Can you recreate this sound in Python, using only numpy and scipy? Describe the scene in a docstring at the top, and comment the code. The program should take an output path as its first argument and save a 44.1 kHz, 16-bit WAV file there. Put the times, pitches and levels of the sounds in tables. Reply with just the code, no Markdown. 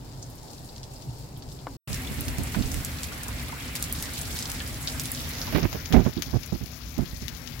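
"""Heavy rain on trees, then on lawns, heard from a porch in two views with a short silence between them.
Coloured noise makes the low rumble and far wash; sparse impacts make the hiss; short bursts make the patter.
Fat drops slap the ground as a click with a spray behind it, and plink in puddles as rising, smeared sines.
A fingertip taps the case just before the silence. After it a finger rubs the case in stick-slip jerks;
later a hand cups both microphone ports, filtering the rain, and the finger seals the right one."""
import sys
import numpy as np
from scipy import signal
from scipy.fft import rfft, irfft, next_fast_len
from scipy.io import wavfile
from scipy.ndimage import uniform_filter1d, map_coordinates

SR = 44100
rng = np.random.default_rng(int(sys.argv[2]) if len(sys.argv) > 2 else 0)


def file_out(sig):
    """Save sig as 16-bit WAV at sys.argv[1]."""
    # one column per channel
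    cols = np.atleast_2d(sig).T
    # limit, then scale
    lim = np.clip(cols, -1, 1)
    pcm = np.round(lim * 32767).astype(np.int16)
    wavfile.write(sys.argv[1], SR, pcm)


N = 335160
TIME = np.arange(N) / SR
TREE_END, LAWN_START = 1.769, 1.874  # s, silence in between


def amp(db):
    """Decibels to gain."""
    return 10 ** (np.asarray(db) / 20)


def unit(x):
    """Scale to rms 1."""
    return x / np.sqrt(np.mean(x ** 2) + 1e-20)


def along(points, hz):
    """Join (f/Hz, value) points on a log frequency axis."""
    f, v = np.transpose(points)
    return np.interp(np.log(hz + 1), np.log(f + 1), v)


def curve(points):
    """Join (t/s, value) points into one value per sample."""
    return np.interp(TIME, *np.transpose(points))


def wobble(rate):
    """A smooth random curve with rate knots a second."""
    return map_coordinates(rng.standard_normal(int(N * rate / SR) + 4), [TIME * rate])


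def filtered(x, response):
    """Multiply the spectrum of x by a response given as a function of frequency."""
    n = x.shape[-1]
    padded = next_fast_len(n + 4096)
    return irfft(rfft(x, padded) * response(np.fft.rfftfreq(padded, 1 / SR)), padded)[..., :n]


def coloured(x, spectrum):
    """Shape x by a spectrum, at rms 1."""
    return unit(filtered(x, lambda hz: amp(along(spectrum, hz))))


def add(track, s, sound):
    """Mix a sound into a track at time s."""
    room = track[..., max(round(s * SR), 0):][..., :sound.shape[-1]]
    room += sound[..., :room.shape[-1]]


def lawn_rain():
    """The open second view: rumble, the wash of far trees and street, hiss, patter and dry ticks on the grass."""
    # noise colours: f/Hz, level/dB per Hz
    rumble_colour = [(15, -30), (28, -17), (45, -2.5), (66, 4), (100, -4.5), (135, -2), (200, -13.5),
                     (250, -5), (330, -17.5), (480, -25), (900, -37.5)]
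    wash_colour = [(150, -9), (420, 0), (700, 0.5), (950, -1.5), (1500, -0.5), (2150, 2.5), (3000, -3.5),
                   (4500, -9), (9000, -40)]
    hiss_colour = [(1500, -38), (2800, -3), (3800, 2), (5400, 3), (6400, -1.5), (7700, 5), (9000, -2),
                   (10200, 2.5), (12500, -1), (16000, 0.5)]
    # the rumble starts strong and eases once: t/s, level/dB before the grip
    rumble_fade = [(2.8, -33.5), (3.0, -36.5)]
    # showers pass over the near grass: t/s, level/dB from which hiss, drips and ticks are set
    shower = [(1.88, -40), (2.75, -38), (3.55, -41), (4.2, -36), (4.8, -37.5), (5.5, -32.5), (6.1, -36.5),
              (7.2, -38), (7.6, -36.5)]
    # the hand presses tight and relaxes: t/s, grip (0-1)
    hand_grip = [(5.45, 0.04), (6.1, 0.96), (7.0, 1), (7.6, 0.53)]
    grip, near_db = curve(hand_grip), curve(shower)
    # a full grip takes 6 dB from the rumble and from the far wash
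    rumble_db = curve(rumble_fade) - 6 * grip
    far_db = -42 - 6 * grip
    rumble = amp(rumble_db + 0.56 * wobble(9)) * rush(rumble_colour, patchy_db=0.5)
    wash = amp(far_db + 0.04) * rush(wash_colour, patchy_db=1.7)
    plops = amp(far_db - 11.5) * patter(count=260, start=LAWN_START, end=N / SR, centre_hz=1890, spread_db=1.0)
    hiss = amp(near_db - 5.0 + 0.82 * wobble(21)) * sizzle(hiss_colour, rate=9000, spread_db=1.0)
    drips = amp(near_db - 6.0) * patter(count=600, start=LAWN_START, end=N / SR, centre_hz=6760, spread_db=2.5)
    ticks = amp(near_db - 16) * sizzle(hiss_colour, rate=260, spread_db=0.5)
    return rumble + wash + plops + hiss + drips + ticks


def tree_rain():
    """The sheltered first view, toward a tree: randomly throbbing rumble, a dull wash and light dripping."""
    # noise colours: f/Hz, level/dB per Hz
    rumble_colour = [(15, -28), (28, -26), (48, 0.5), (85, -7.5), (130, 3), (185, -18), (260, -11),
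                     (400, -28.5), (700, -62)]
    wash_colour = [(150, 4.5), (350, 1), (600, -2), (870, -1.5), (1150, -10.5), (2200, -17.5),
                   (4000, -20.5), (9000, -45)]
    hiss_colour = [(1500, -21), (2600, -11), (3300, -8), (4450, 0.5), (5400, -0.5), (6000, -7),
                   (6900, -2.5), (7900, -1.5), (8800, -7.5), (16000, -8.5)]
    # near rain leans left, except in the top treble: f/Hz, left minus right/dB
    lean = [(1000, 5), (2400, 5), (4400, 8), (6500, 9), (9000, -4.5), (15000, -0.5)]
    open_side_lag_s = .00025
    rumble = amp(-42 + 1.5 * wobble(17.35)) * rush(rumble_colour, patchy_db=2.5)
    wash = amp(-47.0) * rush(wash_colour, patchy_db=1.0)
    hiss = amp(-53.0 + 1.6 * wobble(9.83)) * sizzle(hiss_colour, rate=8000, spread_db=3.5)
    drips = amp(-59) * patter(count=150, start=0, end=TREE_END, centre_hz=6680, spread_db=7.5)
    near = filtered(hiss + drips, lambda hz: amp(along(lean, hz) * np.array([[.5], [-.5]])))
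    # the open side of the porch lies to the left, so the right port hears it later
    lag = open_side_lag_s * np.array([[-.5], [.5]])
    far = filtered(rumble + wash, lambda hz: np.exp(-2j * np.pi * hz * lag))
    return far + near


def patter(count, start, end, centre_hz, spread_db):
    """Small drops of random size and pitch between two times, at rms 1 over that span."""
    when, size, pitch, width = rng.random((count, 4)).T
    db = -spread_db * np.log(1 - .96 * size)  # mostly faint, a few loud
    sounds = splashes(db, db - 6.5, centre_hz * 2 ** (1.9 * (pitch - .5)), 0.26 + 0.15 * width)
    track = np.zeros((2, N))
    for s, sound in zip(start + when * (end - start), sounds):
        add(track, s, sound)
    return unit(track) * np.sqrt((end - start) / (N / SR))


def sizzle(spectrum, rate, spread_db):
    """Tiny random impacts, rate a second in each channel, merge into a grainy hiss of rms 1."""
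    hits = rng.random((2, N)) < rate / SR
    strength = rng.standard_normal((2, N)) * amp(spread_db * rng.standard_normal((2, N)))
    return coloured(hits * strength, spectrum)


def fat_drops():
    """Big drops slap down close by; the spray of each follows from its level and brightness."""
    # the fattest drops, before the hand: t/s, slap level/dB, centre f/Hz, width/octaves
    drops = [(0.227, -33.5, 6100, 0.23), (0.533, -40, 5510, 0.35), (0.581, -44, 4600, .2),
             (0.691, -44, 4330, 0.18), (0.762, -40.5, 4500, 0.32), (0.7804, -43, 5000, 0.35),
             (0.8314, -37.5, 4740, .3), (0.839, -41, 5250, 0.44), (0.9382, -42, 7700, 0.23),
             (0.963, -44, 4900, 0.14), (1.3414, -51, 5200, .25), (1.366, -48, 3500, 0.17),
             (1.4227, -41.5, 4370, .3), (1.5186, -41.5, 5200, .3), (1.93, -26.5, 5960, 0.43),
             (1.944, -25.5, 7020, 0.88), (2.1423, -33, 11000, 0.29), (2.2083, -25.5, 11050, 0.18),
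             (2.2824, -26, 7000, 1.1), (2.384, -28.5, 8000, 1.7), (2.4351, -30.5, 9740, .3),
             (2.546, -32, 1340, 0.6), (2.624, -31, 4200, 0.36), (2.717, -27, 7900, .5),
             (2.7428, -25, 9500, 1.4), (2.8485, -23, 9000, 0.46), (3.0331, -25, 5500, 0.81),
             (3.043, -33, 7000, .51), (3.2343, -28, 9700, 0.42), (3.2825, -27, 8800, 0.46),
             (3.754, -23, 6000, 1.2), (3.7622, -26.5, 4900, 0.63), (3.8256, -19.5, 8500, 0.47),
             (3.841, -27, 6460, 0.51), (3.926, -17.5, 12500, .45), (4, -33, 5360, 0.86),
             (4.0253, -23.5, 6700, 0.62), (4.18, -28.5, 7600, .35), (4.191, -29, 10500, .25),
             (4.2145, -24.5, 9480, 0.31), (4.3627, -31, 5450, 0.59), (4.3894, -25, 6300, .45),
             (4.425, -27.5, 5730, 0.44), (4.456, -29, 4700, 0.34), (4.4977, -28.5, 5000, .7),
             (4.5, -31, 8000, 0.73), (4.517, -27, 5500, 0.91), (4.603, -31.5, 3020, 0.36),
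             (4.874, -21.5, 4120, 0.32), (4.9972, -22, 6800, 0.66), (5.016, -31, 12500, 0.45),
             (5.0357, -31, 10800, 0.33), (5.056, -26.5, 6300, 0.5), (5.1176, -20.5, 11660, 0.3),
             (5.416, -25, 5300, 0.32), (5.63, -27.5, 5000, 0.23), (5.7292, -24.5, 7000, 1.5),
             (5.858, -25.5, 4900, 0.58), (5.9251, -19.5, 4040, 0.74), (6.1754, -30.5, 3960, 0.17),
             (6.222, -18, 4700, 0.8), (6.2265, -31.5, 4030, 0.73), (6.434, -29.5, 4500, 0.84),
             (6.461, -26, 9100, 0.28), (6.6603, -28.5, 7640, 0.79), (6.982, -26.5, 10030, 0.66),
             (7.2818, -22, 5140, 0.76), (7.349, -32, 5400, 0.49), (7.475, -29.5, 3930, .5)]
    s, slap_db, centre_hz, octaves = np.transpose(drops)
    # dull drops land in water and throw more spray: 4 dB less per octave up
    spray_db = slap_db - 11 - 4 * np.log2(centre_hz / 6500)
    sounds = splashes(slap_db, spray_db, centre_hz, octaves, skirt=0.11, spray_t60=0.091, aside_s=.00003)
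    track = np.zeros((2, N))
    for start, sound in zip(s, sounds):
        add(track, start - .001, sound)  # contact falls 1 ms into each splash
    return track


def splashes(slap_db, spray_db, centre_hz, octaves, skirt=0.061, spray_t60=0.12, clumpy_db=4, aside_s=.00015):
    """One stereo splash per drop: a click that reaches the ports a little apart, then diffuse spray."""
    size, contact_s = 2048, .001
    t, hz = np.arange(size) / SR - contact_s, np.fft.rfftfreq(size, 1 / SR)
    count = len(slap_db)

    def column(v):
        """One value per drop, ready to multiply its channels and samples."""
        return np.reshape(v, (-1, 1, 1))

    def level(x, db, span):
        """Set the level as rms over a nominal span in seconds."""
        energy = (x ** 2).sum(2).mean(1)
        return x * amp(column(db)) * column(np.sqrt(span * SR / energy))

    off = np.log2((hz + 1) / column(centre_hz)) / column(octaves) / 2
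    band = np.exp(-off ** 2) + skirt * np.exp(-(off / 2) ** 2)
    bearing, phase = rng.uniform(-1, 1, (count, 2)).T
    arrival = contact_s + column(bearing) * np.array([[aside_s], [-aside_s]])
    # the drop bursts: a brief crackle trails its first contact
    crackle = rng.standard_normal((count, 1, size)) * 0.42 * amp(-60 * (t - t[0]) / 0.0084)
    burst = 1 + rfft(crackle)
    slap = irfft(band * burst * np.exp(1j * np.pi * (column(phase) - 2 * hz * arrival)))
    # the spray lands as separate droplets
    clumps = unit(uniform_filter1d(rng.standard_normal((count, 1, size)), size=32))
    droplets = rng.standard_normal((count, 2, size)) * amp(clumpy_db * clumps)
    spray = irfft(band * rfft(droplets * (t > 0) * amp(-60 * abs(t) / spray_t60)))
    return level(slap, slap_db, 0.0013) + level(spray, spray_db, 0.016)


def plinks():
    """Clear plinks of single drops that trap a bubble in a puddle."""
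    # t/s, starting f/Hz, level/dB before onset, random port gain and the hand
    rows = [(0.695, 4480, -41), (0.78, 4500, -42), (0.932, 2690, -46), (0.968, 2720, -51),
            (1.02, 2700, -56), (1.088, 2700, -49), (1.424, 4430, -36), (2.072, 3480, -26),
            (2.548, 970, -30.5), (2.549, 1490, -33), (3.12, 1443, -30.5), (3.262, 756, -38),
            (3.286, 947, -34), (3.305, 1410, -41), (3.427, 2000, -30), (3.495, 1225, -34),
            (3.52, 2120, -30), (3.526, 984, -26.5), (3.604, 3220, -31), (3.909, 3230, -31.5),
            (4.085, 1480, -32), (4.308, 3400, -29), (4.608, 1730, -29), (5.476, 924, -31.5)]
    return bubbles(rows)


def puddles(count, start, end, centre_hz, peak_db):
    """Faint plinks at random times, pitches and levels between two times."""
    when, pitch, size = rng.random((count, 3)).T
    return bubbles(zip(start + when * (end - start), centre_hz * 2 ** (2.2 * (pitch - .5)), peak_db - 11 * size))


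def bubbles(rows, cycles=40, rise=1.36, slosh=0.67):
    """Each trapped bubble rings for some cycles, climbing in pitch, while the sloshing water smears its tone."""
    track, t = np.zeros((2, N)), np.arange(SR // 10) / SR
    for s, hz, db in rows:
        # high bubbles ring for more cycles
        life = amp(db - 60 * t * hz / (cycles + hz * 0.018)) * (1 - np.exp(-t / 0.0016))
        ports = rng.uniform(-1, 1, (2, 1))  # small level and phase offsets
        smear = slosh * np.cumsum(rng.standard_normal((2, len(t))), axis=1) / np.sqrt(.001 * SR)
        tone = np.sin(2 * np.pi * hz * t * (1 + rise * t / 2) + ports + smear)
        add(track, s, life * amp(2 * ports) * tone)
    return track


def finger():
    """Skin sticks and slips on the case: each stroke is a swelling or fading run of jerks that thud and scrape."""
    # strokes at the right port: t/s, hold/s, swell over the hold/dB, thud level/dB, scrape level/dB, pitch factor;
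    # both levels are before the press envelope and port gains
    strokes = [(1.895, 0.025, 7, -24.5, -48, 0.64), (2.11, 0.0092, -11, -21.5, -54, 0.95),
               (2.183, 0.038, -10, -24.5, -55, 0.94), (2.276, 0.026, -6, -24, -41, 1.16),
               (2.384, 0.045, -13, -19.5, -53, 1.1), (2.561, 0.047, 1, -18, -48, 0.83),
               (2.64, 0.028, -8, -21.5, -58, .55), (2.729, 0.047, 4.5, -24.5, -58, 0.55),
               (5.524, 0.018, -2, -25, -30.5, 1.26), (5.548, 0.069, -18.5, -10.5, -21, 1.45),
               (5.625, 0.032, 0, -14.5, -30.5, 1.08), (5.723, .012, 1, -33, -35, 1.1),
               (5.746, 0.024, -10, -24, -35, 1.78), (5.903, 0.021, 11, -17.5, -38, 1.02),
               (5.933, 0.043, 0, -6.5, -28.5, 0.97), (5.979, .056, -12, -10.5, -33, 1),
               (6.05, 0.0079, -6, -19, -33, 1.15), (6.062, 0.032, -14.5, -9, -32, 1.05),
               (6.168, 0.04, -12.5, -18, -42, 1.21), (6.267, 0.03, -2, -32, -50, 1.07),
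               (6.33, 0.037, 6.5, -12, -45.5, 1.12), (6.523, 0.0078, -6, -14, -54, 0.93),
               (6.54, 0.019, -5.5, -21, -43, 1.2), (6.608, .03, 3, -25, -51, 1.01),
               (6.977, 0.0094, -9, -17.5, -52, 1.15), (6.988, 0.012, -9.5, -12, -46, .85),
               (7.005, 0.027, 0.5, -21.5, -49, 0.98), (7.13, 0.0042, -1, -27, -64, 0.99),
               (7.219, .006, 1, -26, -62, 1.07)]
    # skin on the case, dull to bright: f/Hz, level/dB per Hz (thud before the pitch factor)
    thud_colour = [(15, -36), (35, 13), (60, 13), (110, 8), (160, 2), (205, 2), (290, 1.5), (360, -5),
                   (500, -39), (1500, -51), (6000, -115)]
    scrape_colour = [(200, -29), (600, 7), (1100, 1.5), (2400, -1), (4000, -10.5), (6000, -24), (8200, -58),
                     (11000, -20), (15500, -23)]
    # the hollow knock within the strokes: f/Hz, level/dB per Hz
    knock_colour = [(100, -21.5), (220, -3.5), (300, 7), (335, 0.5), (372, 3.5), (470, -2), (600, -6),
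                    (690, -5.5), (900, -14.5), (1500, -22.5), (4000, -57), (8000, -100)]
    attack_s, release_s = .018, 0.044  # s per 60 dB
    track = np.zeros(N)
    for s, hold, swell_db, thud_db, scrape_db, pitch in strokes:
        lead = round(.02 * SR)
        t = (np.arange(round((hold + .14) * SR)) - lead) / SR
        press = amp(-60 * (np.maximum(-t, 0) / attack_s + np.maximum(t - hold, 0) / release_s))
        press = press * amp(swell_db * np.clip(t / hold, 0, 1) - max(swell_db, 0))
        # the knock grows faster than the thud
        knock_db = thud_db - 12 + 0.54 * (thud_db + 16.5)
        # from the first touch on, the skin catches and lets go by turns
        waits = (.0016 + .0052 * rng.random(size=120) ** 2) / pitch
        at = lead + ((np.cumsum(waits) - waits[0]) * SR).astype(int)
        at = at[at < len(t)]
        jerks = np.zeros(len(t))
        uneven = amp(2 * rng.standard_normal(size=120)[:len(at)])
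        jerks[at] = (-1) ** np.arange(len(at)) * uneven * press[at]
        # each jerk sets off a scrape that dies away with a 2.2 ms time constant
        catch = signal.lfilter([1], [1, -np.exp(-1 / (0.0022 * SR))], abs(jerks))
        scrape = amp(scrape_db) * coloured((catch + .4 * press) * rng.standard_normal(SR)[:len(t)], scrape_colour)
        thud = amp(thud_db) * struck(jerks, thud_colour, pitch)
        knock = amp(knock_db) * struck(jerks, knock_colour)
        add(track, s + t[0], np.sqrt(np.mean(press ** 2)) * (thud + knock + scrape))
    # hardly any of it reaches the far port
    return track * amp([[-30], [-1]])


def struck(x, spectrum, pitch=1):
    """Ring jerks x through a minimum-phase filter, its spectrum shifted by a pitch factor, at rms 1."""
    size = 16384
    cepstrum = irfft(np.log(amp(along(spectrum, np.fft.rfftfreq(size, 1 / SR) / pitch))))
    # folding the cepstrum puts the energy as early as it can be
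    response = np.exp(rfft(2 * cepstrum[:size // 2], size))
    return unit(irfft(rfft(x, size) * response)[:len(x)])


def tap(s=1.6692, click_hz=810, click_s=0.00079, buzz_t60=0.052, bend=0.38, bend_s=0.0065):
    """A fingertip taps the case: a round click, a tick, a buzz and a short ring that sinks as the pressure eases."""
    # ringing modes of the case: settled f/Hz, level/dB before onset and port gain, t60/s
    modes = [(140, -40, 0.081), (272, -34.5, 0.18), (400, -33, .06), (635, -38, .04), (960, -37, 0.091),
             (1170, -44, .05)]
    # its loose parts buzz briefly: f/Hz, level/dB per Hz
    buzz_colour = [(200, -20), (450, -3), (1000, -3), (1500, 1), (2400, -19), (4000, -33), (8000, -70)]
    track, t = np.zeros(N), np.arange(SR // 5) / SR
    u = t - 3 * click_s
    add(track, s - 2 * click_s, amp(-19.5) * np.exp(-(u / click_s) ** 2) * np.cos(2 * np.pi * click_hz * u))
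    sinking = t + bend * bend_s * (1 - np.exp(-t / bend_s))
    ring = sum(amp(db - 60 * t / t60) * np.sin(2 * np.pi * hz * sinking) for hz, db, t60 in modes)
    ring = ring * (1 - np.exp(-t / 0.0051))
    buzz = amp(-37 - 60 * t / buzz_t60) * coloured(rng.standard_normal(len(t)), buzz_colour)
    dull_noise = filtered(rng.standard_normal(len(t)), lambda hz: 1 / (1 + (hz / 3800) ** 4))
    tick = amp(-36 - 60 * t / 0.015) * unit(dull_noise)
    add(track, s, ring + buzz + tick)
    return track * amp([[1.5], [-2]])


def rush(spectrum, patchy_db):
    """Diffuse stereo noise of rms 1 with drifting patches of gain, for far rumble and wash."""
    # left-right likeness of the open air: f/Hz, coherence (0-1)
    alike = [(60, 0.82), (130, 0.98), (290, 0.77), (640, 0.57), (1400, 0), (15000, 0.48)]
    z = signal.stft(rng.standard_normal((2, N)), nperseg=512)[2]
    field = uniform_filter1d(rng.standard_normal(z.shape[1:]), size=6, axis=0)
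    field = uniform_filter1d(field, size=12, axis=1)
    pair = signal.istft(z * amp(patchy_db * unit(field)), nperseg=512)[1][:, :N]

    def mid_side(hz):
        """Share the spectrum between mid and side to give the wanted coherence."""
        turn = np.arccos(np.clip(along(alike, hz), -1, 1)) / 2
        return amp(along(spectrum, hz)) * [np.cos(turn), np.sin(turn)]

    mid, side = filtered(pair, mid_side)
    return unit(np.array([mid + side, mid - side]))


def hand(air):
    """The hand closes in round both ports, then the finger shuts the right one; both act as moving filters."""
    # the hollow of the hand cancels a band at both ports: f/Hz, gain/dB at full cupping
    cup_gain = [(2500, 1.5), (4200, -0.5), (5900, 1.5), (6900, -2.5), (7500, -12), (8100, -16.5),
                (9300, -13), (11500, -2), (13500, -3), (15400, 0)]
    # the hand curls round and opens a little: t/s, cupping (0-1)
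    cupping = [(5.12, 0.02), (5.5, 1), (6.4, 1), (7.6, 0.67)]
    # what passes the finger: f/Hz, gain/dB before the leak is added and the sum capped at 0
    seal_gain = [(70, 24), (250, -9), (500, -9.5), (1000, -14), (2100, -19.5), (3300, -29), (6000, -43.5),
                 (8500, -41), (11000, -28), (15000, -16)]
    # the gap left by the finger: t/s, leak/dB
    finger_gap = [(5.5, 49), (5.62, 25), (5.7, 16), (5.88, 17), (6.1, 11), (6.3, 10.5), (6.42, 2.5),
                  (7.6, -1)]
    hz, t, z = signal.stft(air, SR, nperseg=512)
    cupped_db = along(cup_gain, hz)[:, None] * np.interp(t, *np.transpose(cupping))
    sealed_db = np.minimum(along(seal_gain, hz)[:, None] + np.interp(t, *np.transpose(finger_gap)), 0)
    return signal.istft(z * amp([cupped_db, cupped_db + sealed_db]), SR, nperseg=512)[1][:, :N]


def scene():
    """Rain of the two views through the ports, plus the finger on the case."""
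    tree = tree_rain() + puddles(count=30, start=0, end=TREE_END, centre_hz=3190, peak_db=-49.5)
    lawn = lawn_rain() + puddles(count=130, start=LAWN_START, end=N / SR, centre_hz=2330, peak_db=-38.5)
    air = np.where(TIME < TREE_END, tree, lawn) + fat_drops() + plinks()
    return hand(air) + finger() + tap()


def record(dry):
    """Mute the gap between the views with 2 ms ramps, clip peaks and cut everything from 15.9 kHz up."""
    running = np.clip(np.maximum(TREE_END - TIME, TIME - LAWN_START) / .002, 0, 1)
    return filtered(np.clip(dry * running, -1, 1), lambda hz: hz < 15900)


dry = scene()
out = record(dry)
file_out(out)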